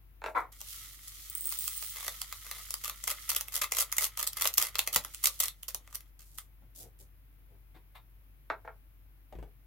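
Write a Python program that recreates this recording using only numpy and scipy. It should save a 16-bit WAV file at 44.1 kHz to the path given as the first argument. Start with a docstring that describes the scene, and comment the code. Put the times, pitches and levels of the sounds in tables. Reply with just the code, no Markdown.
"""A small plastic bag crackles as tiny resin beads trickle through a plastic funnel into a little jar.
The jar knocks and scuffs into place on a table; beads hiss down the film, patter in the funnel and ping
on the jar's bare bottom. Fingers work the last ones out: the film buckles in bright snaps and the spout
clacks on the rim. The bag rustles aside, the funnel is twisted loose and set down, and hands thud onto
the table. A small room adds a short echo, and a low hum lies underneath."""
import sys
import numpy as np
from scipy import signal
from scipy.fft import rfft, irfft, next_fast_len
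from scipy.io import wavfile
from scipy.ndimage import map_coordinates

SR = 44100
rng = np.random.default_rng(int(sys.argv[2]) if len(sys.argv) > 2 else 0)


def wav_out(sig):
    """Save sig, one row per channel (or a flat mono array), as 16-bit PCM at SR to the path in sys.argv[1]."""
    wavfile.write(sys.argv[1], SR, np.round(np.clip(np.atleast_2d(sig).T, -1, 1) * 32767).astype(np.int16))


N = 426006

# fingers squeeze the bag: t/s, length/s, level/dB, funnel shake relative to that level/dB
BAG_SQUEEZES = [(1.94, .15, -45, -3), (2.43, .19, -53, -1.5), (2.83, 0.054, -41.5, -4),
                (3.07, 0.044, -32.5, -4.5), (3.277, 0.046, -33, -8), (3.36, .05, -43.5, -6.5),
                (3.518, 0.068, -35.5, -10), (3.612, 0.029, -33.5, 1), (3.73, 0.098, -34, -8.5),
                (3.955, 0.11, -36.5, -9), (4.167, 0.074, -36, -7.5), (4.355, 0.11, -37, -5.5),
                (4.57, .105, -35, -4.5), (4.75, .1, -51, -23.5), (4.925, 0.052, -35, -14.5),
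                (5.228, .045, -31, -12.5), (5.395, 0.059, -31.5, -12), (5.68, .025, -45, -7),
                (5.9, .05, -56, -4.5), (6.188, 0.037, -53.5, -11.5)]
# the bright tone of plastic film: f/Hz, level/dB
FILM_SPECTRUM = [(200, -59), (700, -31), (2000, -16), (3300, -3), (5000, -1.5), (7000, 1), (9000, -0.5),
                 (12000, 4), (15500, -1), (17000, -15)]
SQUEEZE_RISE = .14  # share of a squeeze spent building up
LEAD_S = .02  # time for a burst to swell before its peak


def amp(db):
    """Decibels to gain."""
    return 10 ** (np.asarray(db) / 20)


def unit(x):
    """Scaled to rms 1."""
    return x / np.sqrt(np.mean(np.abs(x) ** 2) + 1e-20)


def along(points, hz):
    """A curve through (f/Hz, value) points on a log frequency axis."""
    f, v = np.transpose(points)
    return np.interp(np.log(hz + 1), np.log(f + 1), v)


def faders(rows):
    """A gain curve for each dB column of timed rows, silent outside them."""
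    times, *levels = np.transpose(rows)
    return [amp(np.interp(np.arange(N) / SR, times, db, left=-140, right=-140)) for db in levels]


def wobble(rate):
    """A smooth random curve, rate knots a second."""
    return map_coordinates(rng.standard_normal(int(N * rate / SR) + 4), [np.arange(N) * rate / SR])


def filtered(x, response):
    """x through a frequency response, scaled to keep the power of white noise."""
    n = x.shape[-1]
    size = next_fast_len(n + 8192)
    curve = unit(response(np.fft.rfftfreq(size, 1 / SR)))
    return irfft(rfft(x, size) * curve, size)[..., :n]


def colour(points):
    """The minimum-phase response with a given spectrum."""
    def response(f):
        cepstrum = irfft(np.log(amp(along(points, f))))
        cepstrum[1:len(f) - 1] *= 2
        cepstrum[len(f):] = 0
        return np.exp(rfft(cepstrum))
    return response


def body(modes):
    """The response of damped resonances of alternating polarity."""
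    return lambda f: sum((-1) ** k * amp(db) * 1j * f * width / (hz * hz - f * f + 1j * f * width)
                         for k, (hz, width, db) in enumerate(modes))


def stereo(pair, side_db, pan_db):
    """Mid and side become left and right; positive pan leans left."""
    mid, side = pair[0], amp(side_db) * pair[1]
    left, right = (mid + side) * amp(pan_db / 2), (mid - side) * amp(-pan_db / 2)
    return np.array([left, right]) / np.hypot(1, amp(side_db))


def add(track, s, sound):
    """Mix a sound into a track from time s."""
    part = track[:, max(0, round(s * SR)):][:, :sound.shape[-1]]
    part += sound[:, :part.shape[-1]]


def burst(decay_s, rise_s):
    """Two channels of noise, each of energy 1, peaking LEAD_S after the start."""
    t = np.arange(round((LEAD_S + 6 * decay_s) * SR)) / SR - LEAD_S
    noise = rng.standard_normal((2, len(t))) * np.exp(-np.maximum(t / decay_s, -t / rise_s))
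    return noise / np.linalg.norm(noise, axis=1, keepdims=True)


def grains(per_s, spread_db):
    """Random tiny impacts of uneven size, rms 1."""
    hit = rng.random(N) < per_s / SR
    size = amp(spread_db * np.minimum(rng.exponential(size=N), 4))
    return unit(hit * size * rng.standard_normal((2, N)))


def strokes(rows, rise, release_s):
    """Envelope of (t/s, length/s, level/dB) gestures: rise over a share of the length, hold, release."""
    out = np.zeros((1, N))
    for s, length, db in rows:
        t = np.arange(round((length + 10 * release_s) * SR)) / SR
        attack = np.minimum(t / (rise * length), 1)
        release = np.exp(-np.maximum(t - length, 0) / release_s)
        add(out, s, amp(db) * attack * release[None])
    return out[0]


def background(hum_hz=48.8, right_lag_rad=.45):
    """A faintly wavering hum over low rumble and a thin, high, steady hiss."""
    background_spectrum = [(20, -20), (40, -6.5), (62, -9.5), (80, -5.5), (110, -7), (150, -12.5),
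                           (210, -25), (280, -19), (420, -28.5), (1000, -32), (2300, -33), (4500, -43.5),
                           (8500, -49), (11500, -33.5), (15800, -32.5)]  # low rumble and thin, high hiss: f/Hz, level/dB
    phase = 2 * np.pi * np.cumsum(hum_hz + .25 * wobble(4)) / SR
    hum = amp(-54.5 + .5 * wobble(7)) * np.sin([phase, phase - right_lag_rad]) * amp([[1.5], [-1.5]])
    bed = filtered(rng.standard_normal((2, N)), colour(background_spectrum))
    bed[1] -= .68 * signal.lfilter(*signal.butter(1, 1500, fs=SR), bed[1])  # narrow bass, wide treble
    return hum + amp(-60.5) * stereo(bed, side_db=2.5, pan_db=2)


def room_echo(x, side_db):
    """Near walls answer with a short noise tail, a fresh one for every 50 ms of sound."""
    decay_times = [(200, .24), (800, .18), (2000, .15), (5500, .13), (15000, .12)]  # the room's decay: f/Hz, t60/s
    out, step = np.zeros((2, N)), SR // 20
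    starts = range(0, N, step)
    hz, t, noise = signal.stft(rng.standard_normal((len(starts), 2, SR // 5)), SR, nperseg=256)
    tails = signal.istft(noise * amp(-60 * t / along(decay_times, hz)[:, None]), SR, nperseg=256)[1]
    for start, tail in zip(starts, tails):
        tail = stereo(tail / np.linalg.norm(tail[0]), side_db, pan_db=.5)
        send = x[:, start:start + step].mean(0)[None]
        add(out, start / SR + .0015, signal.fftconvolve(send, tail, axes=1))
    return out


def hand_thumps(contact_s=.0045, sway_hz=52):
    """A soft push gives a dull thud and sways the whole table top; fingers rub just as dully."""
    pushes = [(4.582, -54, -55.5), (4.96, -59, -46), (9.326, -54, -47.5), (9.353, -42, -52.5),
              (9.388, -47, -50.5), (9.427, -62, -48.5)]  # hands and jar press on the table: t/s, sway/dB, thud/dB
    rubs = [(6.61, 0.026, -66.5), (6.76, .1, -62), (6.99, 0.032, -68), (7.48, 0.071, -70),
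            (7.745, 0.02, -64)]  # fingers shift their grip on the jar: t/s, length/s, level/dB
    skin_spectrum = [(50, -4), (120, 4), (230, -4), (400, -1), (750, -6.5), (1200, -20.5), (2400, -22),
                     (5000, -34.5), (15000, -41)]  # the muffled tone of skin contact: f/Hz, level/dB
    sways, t = np.zeros((2, N)), np.arange(SR // 2) / SR
    thuds = strokes(rubs, rise=.39, release_s=.014) * rng.standard_normal((2, N))
    sway = np.sin(2 * np.pi * sway_hz * t) * (1 - np.exp(-t / .0067)) * amp(-60 * t / .3)
    for s, sway_db, thud_db in pushes:
        add(sways, s, amp(sway_db + 5.5) * sway * amp([[1.5], [-1.5]]))
        add(thuds, s - LEAD_S, amp(thud_db + 26.5) * burst(contact_s, rise_s=contact_s * .22))
    return sways, filtered(stereo(thuds, side_db=-5.5, pan_db=4), colour(skin_spectrum))


def table_knocks(click_db=-21.5, click_hz=2600):
    """Jar and funnel knock on the table: one push and a little chatter; softer contact is duller."""
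    knocks = [(0.218, -43.5, .0008, 4500), (0.2403, -35.5, 0.0015, 8800), (0.261, -33, 0.0013, 7000),
              (0.283, -39.5, .0012, 3460), (8.5005, -28.5, .0012, 3120), (8.648, -47.5, 0.0058, 1270),
              (8.6757, -40, 0.0014, 1970)]  # hard contacts: t/s, level/dB, chatter decay/s, treble corner/Hz
    table_modes = [(300, 80, -15), (430, 55, -4), (640, 80, 0), (880, 130, .5), (1100, 160, -1.5),
                   (1350, 140, -1), (1600, 120, -1), (1820, 140, -3.5), (2230, 240, -4), (2700, 250, -9),
                   (3900, 900, -23)]  # the table top's ring: f/Hz, width/Hz, level/dB
    out = np.zeros((2, N))
    click = lambda f: amp(click_db) * f / (f - 1j * click_hz)
    for s, db, decay_s, bright_hz in knocks:
        blow = np.pad(burst(decay_s, rise_s=decay_s * .4), ((0, 0), (0, SR // 10)))
        blow[0, round(LEAD_S * SR)] += 1.6  # the push
        blow = stereo(blow, side_db=-7, pan_db=1.5)
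        contact = lambda f: f / (f - 200j) / (1 + 1j * f / bright_hz) ** 3
        ring = filtered(blow, lambda f: (body(table_modes)(f) + click(f)) * contact(f))
        add(out, s - LEAD_S, amp(db + 23) * ring / np.linalg.norm(ring[0]))
    return out


def plastic_scuffs(soft_hz=4750):
    """Plastic sticks and slips: the jar's foot on the table, later the spout in the jar."""
    judders = [(.346, 0.03, -29)]  # the jar is pushed into place: t/s, length/s, level/dB
    twists = [(7.74, 0.0346, -63.5), (7.945, 0.031, -53.5)]  # the funnel is twisted loose: t/s, length/s, level/dB
    foot_modes = [(480, 160, -8), (740, 200, -4), (1020, 260, 0), (1370, 220, -3), (1920, 240, -8),
                  (2300, 300, -12), (3600, 600, -24)]  # the jar's foot resonates: f/Hz, width/Hz, level/dB
    spout_modes = [(738, 300, 1.5), (1030, 340, 4), (2110, 500, -1), (3740, 310, -2.5), (4500, 500, -12.5),
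                   (13060, 3200, -16)]  # the spout resonates: f/Hz, width/Hz, level/dB
    slips = stereo(grains(per_s=5000, spread_db=.5), side_db=-7, pan_db=2)
    foot_tone = lambda f: body(foot_modes)(f) * (f / (f - 300j)) ** 2 / (1 + 1j * f / soft_hz) ** 5
    foot = strokes(judders, rise=.393, release_s=.026) * filtered(slips, foot_tone)
    spout = strokes(twists, rise=.34, release_s=.011) * filtered(slips, body(spout_modes))
    return foot + spout


def rim_clacks():
    """Stiff plastic on plastic: a very short, hollow crack."""
    clacks = [(3.364, -36.5), (3.625, -34), (4.0416, -30.5), (4.4565, -28), (4.792, -19.5), (4.96, -29.5),
              (5.258, -28.5), (5.7472, -54)]  # the spout hits the jar's rim: t/s, level/dB
    rim_modes = [(2750, 550, 1), (3600, 700, -1), (5300, 900, -8)]  # the rim's ring: f/Hz, width/Hz, level/dB
    blows = np.zeros((2, N))
    for s, db in clacks:
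        add(blows, s - LEAD_S, amp(db + 21) * burst(decay_s=.0006, rise_s=.0002))
    return filtered(stereo(blows, side_db=-7.5, pan_db=-3), body(rim_modes))


def bead_pings(flight_s=.0043, loss_db=5.5, cover_s=.094):
    """Beads drop into the jar and bounce, ringing its hard bottom until they cover it."""
    drops = [(1.2996, -23), (1.3516, -17), (1.3808, -25), (1.4564, -17), (1.4706, -17), (1.4927, -21),
             (1.5893, -18.5), (1.6215, -24.5), (1.657, -25)]  # the hardest strikes on the bare bottom: t/s, level/dB
    pour = [(1.3, 0.54, -41.5)]  # the mass of beads showers in: t/s, length/s, level/dB
    jar_modes = [(8600, 330, -4), (15620, 340, -.5)]  # the bottom's high ring: f/Hz, width/Hz, level/dB
    blows = np.zeros((2, N))
    for s, db in drops:
        flights = flight_s * rng.uniform(.3, 1.7, size=3)
        sizes = amp(db + 12 - loss_db * np.array([0, 2, 3, 4]))  # a strike and three bounces
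        for when, size in zip(s + np.cumsum([0, *flights]), sizes):
            add(blows, when, size * np.array([[1], [rng.uniform(-1, 1)]]))
    shower = strokes(pour, rise=.19, release_s=cover_s) * grains(per_s=500, spread_db=3)
    return filtered(stereo(blows + shower, side_db=-1, pan_db=-2), body(jar_modes))


def bag_rustle(low_cut_hz=3500):
    """A light brush on the film leaves out its low notes."""
    brushes = [(.255, 0.04, -61), (.348, 0.055, -59.5), (.518, 0.013, -53.5), (1.075, .008, -47),
               (6.19, 0.23, -63.5), (6.37, 0.023, -55), (6.745, 0.08, -50.5), (6.985, 0.033, -58)]  # the bag grazes fingers, later settles empty: t/s, length/s, level/dB
    friction = stereo(grains(per_s=1500, spread_db=-4), side_db=0, pan_db=-.5)
    thin_film = lambda f: colour(FILM_SPECTRUM)(f) * f / (f - 1j * low_cut_hz)
    return strokes(brushes, rise=.31, release_s=.022) * filtered(friction, thin_film)


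def bead_stream():
    """Beads hiss down the rustling bag and patter on the funnel's walls, stirring the air in its cone."""
    flow = [(.52, -66.5, -63), (.6, -54.5, -73), (.71, -44, -61.5), (.98, -53.5, -64), (1.22, -49, -65.5),
            (1.4, -51, -60), (1.54, -42.5, -59.5), (2.05, -46, -59), (2.33, -51, -59), (2.53, -48, -61.5),
            (2.98, -52.5, -60.5), (3.23, -48, -58), (3.48, -57.5, -63.5), (4.7, -65, -63.5),
            (5.35, -50.5, -67), (5.56, -71, -79), (6.1, -74.5, -77.5)]  # the run of beads: t/s, hiss/dB, patter/dB
    slide_spectrum = [(300, -36.5), (1600, -16), (3300, -1), (4500, -1.5), (6500, 0), (8300, -1.5),
                      (10000, 0), (12500, 1.5), (16000, -2.5)]  # beads rubbing on film: f/Hz, level/dB
    cone_modes = [(1295, 260, 2), (2030, 480, 2), (3150, 660, 0.5)]  # the air in the cone: f/Hz, width/Hz, level/dB (each before squaring)
    hiss, patter = faders(flow)
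    # every squeeze shakes some beads loose, which run on
    spill = amp(-15.5) * strokes([row[:3] for row in BAG_SQUEEZES], SQUEEZE_RISE, release_s=.017)
    rubs = stereo(grains(per_s=5000, spread_db=2), side_db=0, pan_db=-2)
    slide = np.hypot(hiss, spill) * filtered(rubs, colour(slide_spectrum))
    rustle = bag_rustle()
    taps = stereo(grains(per_s=320, spread_db=2), side_db=-5.5, pan_db=-1)
    # squared resonances leave deep valleys between them: a hollow tone
    cone = filtered(taps, lambda f: sum(body([mode])(f) ** 2 for mode in cone_modes))
    return slide + rustle, np.hypot(patter, amp(-3) * spill) * cone


def crinkles(per_s=140, decay_s=.0024, spread_db=4):
    """Creases give way one after another at uneven intervals, each a tiny burst; rms 1."""
    late, size = rng.random(4096), rng.standard_normal(4096)
    onsets = ((np.arange(len(late)) + 2 * late) * SR / per_s).astype(int)
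    kicks = np.bincount(onsets, amp(spread_db * np.clip(size, -2, 2)), minlength=N)[:N]
    envelope = signal.lfilter([1], [1, -np.exp(-1 / (decay_s * SR))], kicks)
    return unit(envelope * rng.standard_normal((2, N)))


def bag_crackle(strain_s=.011, strain_db=-16):
    """Squeezes crinkle the film, big buckles snap brightly, and both shake the funnel under the bag."""
    buckles = [(.615, -37.5, -7), (1.524, -33.5, -7.5), (1.679, -28, -15), (1.8263, -37.5, -5),
               (2.0808, -28.5, -3.5), (2.2169, -30, -7.5), (2.326, -35, -3.5), (2.5133, -35.5, -2.5),
               (2.7066, -32.5, -11.5), (2.741, -29, -7.5), (2.846, -31.5, -8), (2.897, -33, -3.5),
               (3.04, -32.5, -12), (3.0764, -35, -3.5), (3.1032, -31, -5.5), (3.303, -29, -11.5),
               (3.349, -33.5, -10), (3.3642, -24.5, -12), (3.41, -29.5, -9.5), (3.4836, -40, -2),
               (3.556, -26, -16), (3.622, -28.5, -8), (3.7216, -25, -4), (3.7911, -26.5, -10),
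               (3.8083, -25, -16), (3.9258, -26.5, -10), (3.983, -22.5, -7.5), (4.023, -30, -6),
               (4.0432, -23, -17.5), (4.175, -32, -9.5), (4.2742, -24, -14), (4.333, -38.5, -16),
               (4.422, -23.5, -5.5), (4.4547, -26, -0.5), (4.474, -21.5, -17), (4.54, -30.5, -25),
               (4.5811, -17, -14), (4.625, -24.5, -12.5), (4.755, -32.5, 3.5), (4.7917, -22.5, -4),
               (4.875, -26, -4), (4.9466, -28, -20), (4.961, -19, -3.5), (5.0486, -35.5, -6),
               (5.147, -35.5, -11.5), (5.2428, -23, -10), (5.2574, -22, -15), (5.402, -22.5, -15),
               (5.4827, -32, -3.5), (5.6322, -39, -15), (5.6873, -38.5, -38), (5.7468, -29.5, -11),
               (5.876, -53.5, -1), (5.9551, -32.5, -15), (6.007, -51.5, 2.5), (6.3854, -37, -8)]  # the loudest snaps: t/s, level/dB, funnel shake relative to that level/dB
    funnel_modes = [(455, 140, -9.5), (600, 92, -1.5), (804.6, 330, -5), (1227, 160, 4.5), (2066, 180, 3.5),
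                    (2640, 200, -2.5), (3430, 410, 1.5), (4028, 1700, -4.5)]  # the shaken funnel: f/Hz, width/Hz, level/dB
    creases = crinkles()
    # the film ticks faintly just before it buckles
    strains = [(s - strain_s, strain_s, db + strain_db, shake_db) for s, db, shake_db in buckles]
    presses = BAG_SQUEEZES + strains
    on_film = [(s, length, db) for s, length, db, _ in presses]
    on_funnel = [(s, length, db + shake_db) for s, length, db, shake_db in presses]
    film = creases * strokes(on_film, SQUEEZE_RISE, release_s=.007)
    shake = creases * strokes(on_funnel, SQUEEZE_RISE, release_s=.007)
    for s, db, shake_db in buckles:
        decay_s = .0008 * amp(.55 * (db + 30.5))  # bigger buckles take longer
        snap = amp(db + 23) * burst(decay_s, rise_s=decay_s * .43)
        add(film, s - LEAD_S, snap)
        add(shake, s - LEAD_S, snap * amp(shake_db))
    bright = filtered(stereo(film, side_db=-1, pan_db=-1.5), colour(FILM_SPECTRUM))
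    hollow = amp(-2) * filtered(stereo(shake, side_db=-6, pan_db=3), body(funnel_modes))
    return bright, hollow


def scene():
    """Bag, funnel, jar and table, close up in a small room; the bright sounds get the widest echo."""
    crackle, shake = bag_crackle()
    slide, patter = bead_stream()
    sways, thuds = hand_thumps()
    bright = crackle + slide + bead_pings() + rim_clacks()
    hollow = shake + patter + plastic_scuffs()
    table = table_knocks() + thuds
    echo = amp(-3.5) * room_echo(bright, side_db=-1) + room_echo(amp(-5) * hollow + table, side_db=-8)
    return bright + hollow + table + sways + echo + background()


def record(dry):
    """A brick-wall low-pass takes off the very top."""
    top_hz = 16050
    return irfft(rfft(dry) * (np.fft.rfftfreq(N, 1 / SR) < top_hz), N)


dry = scene()
out = record(dry)
wav_out(out)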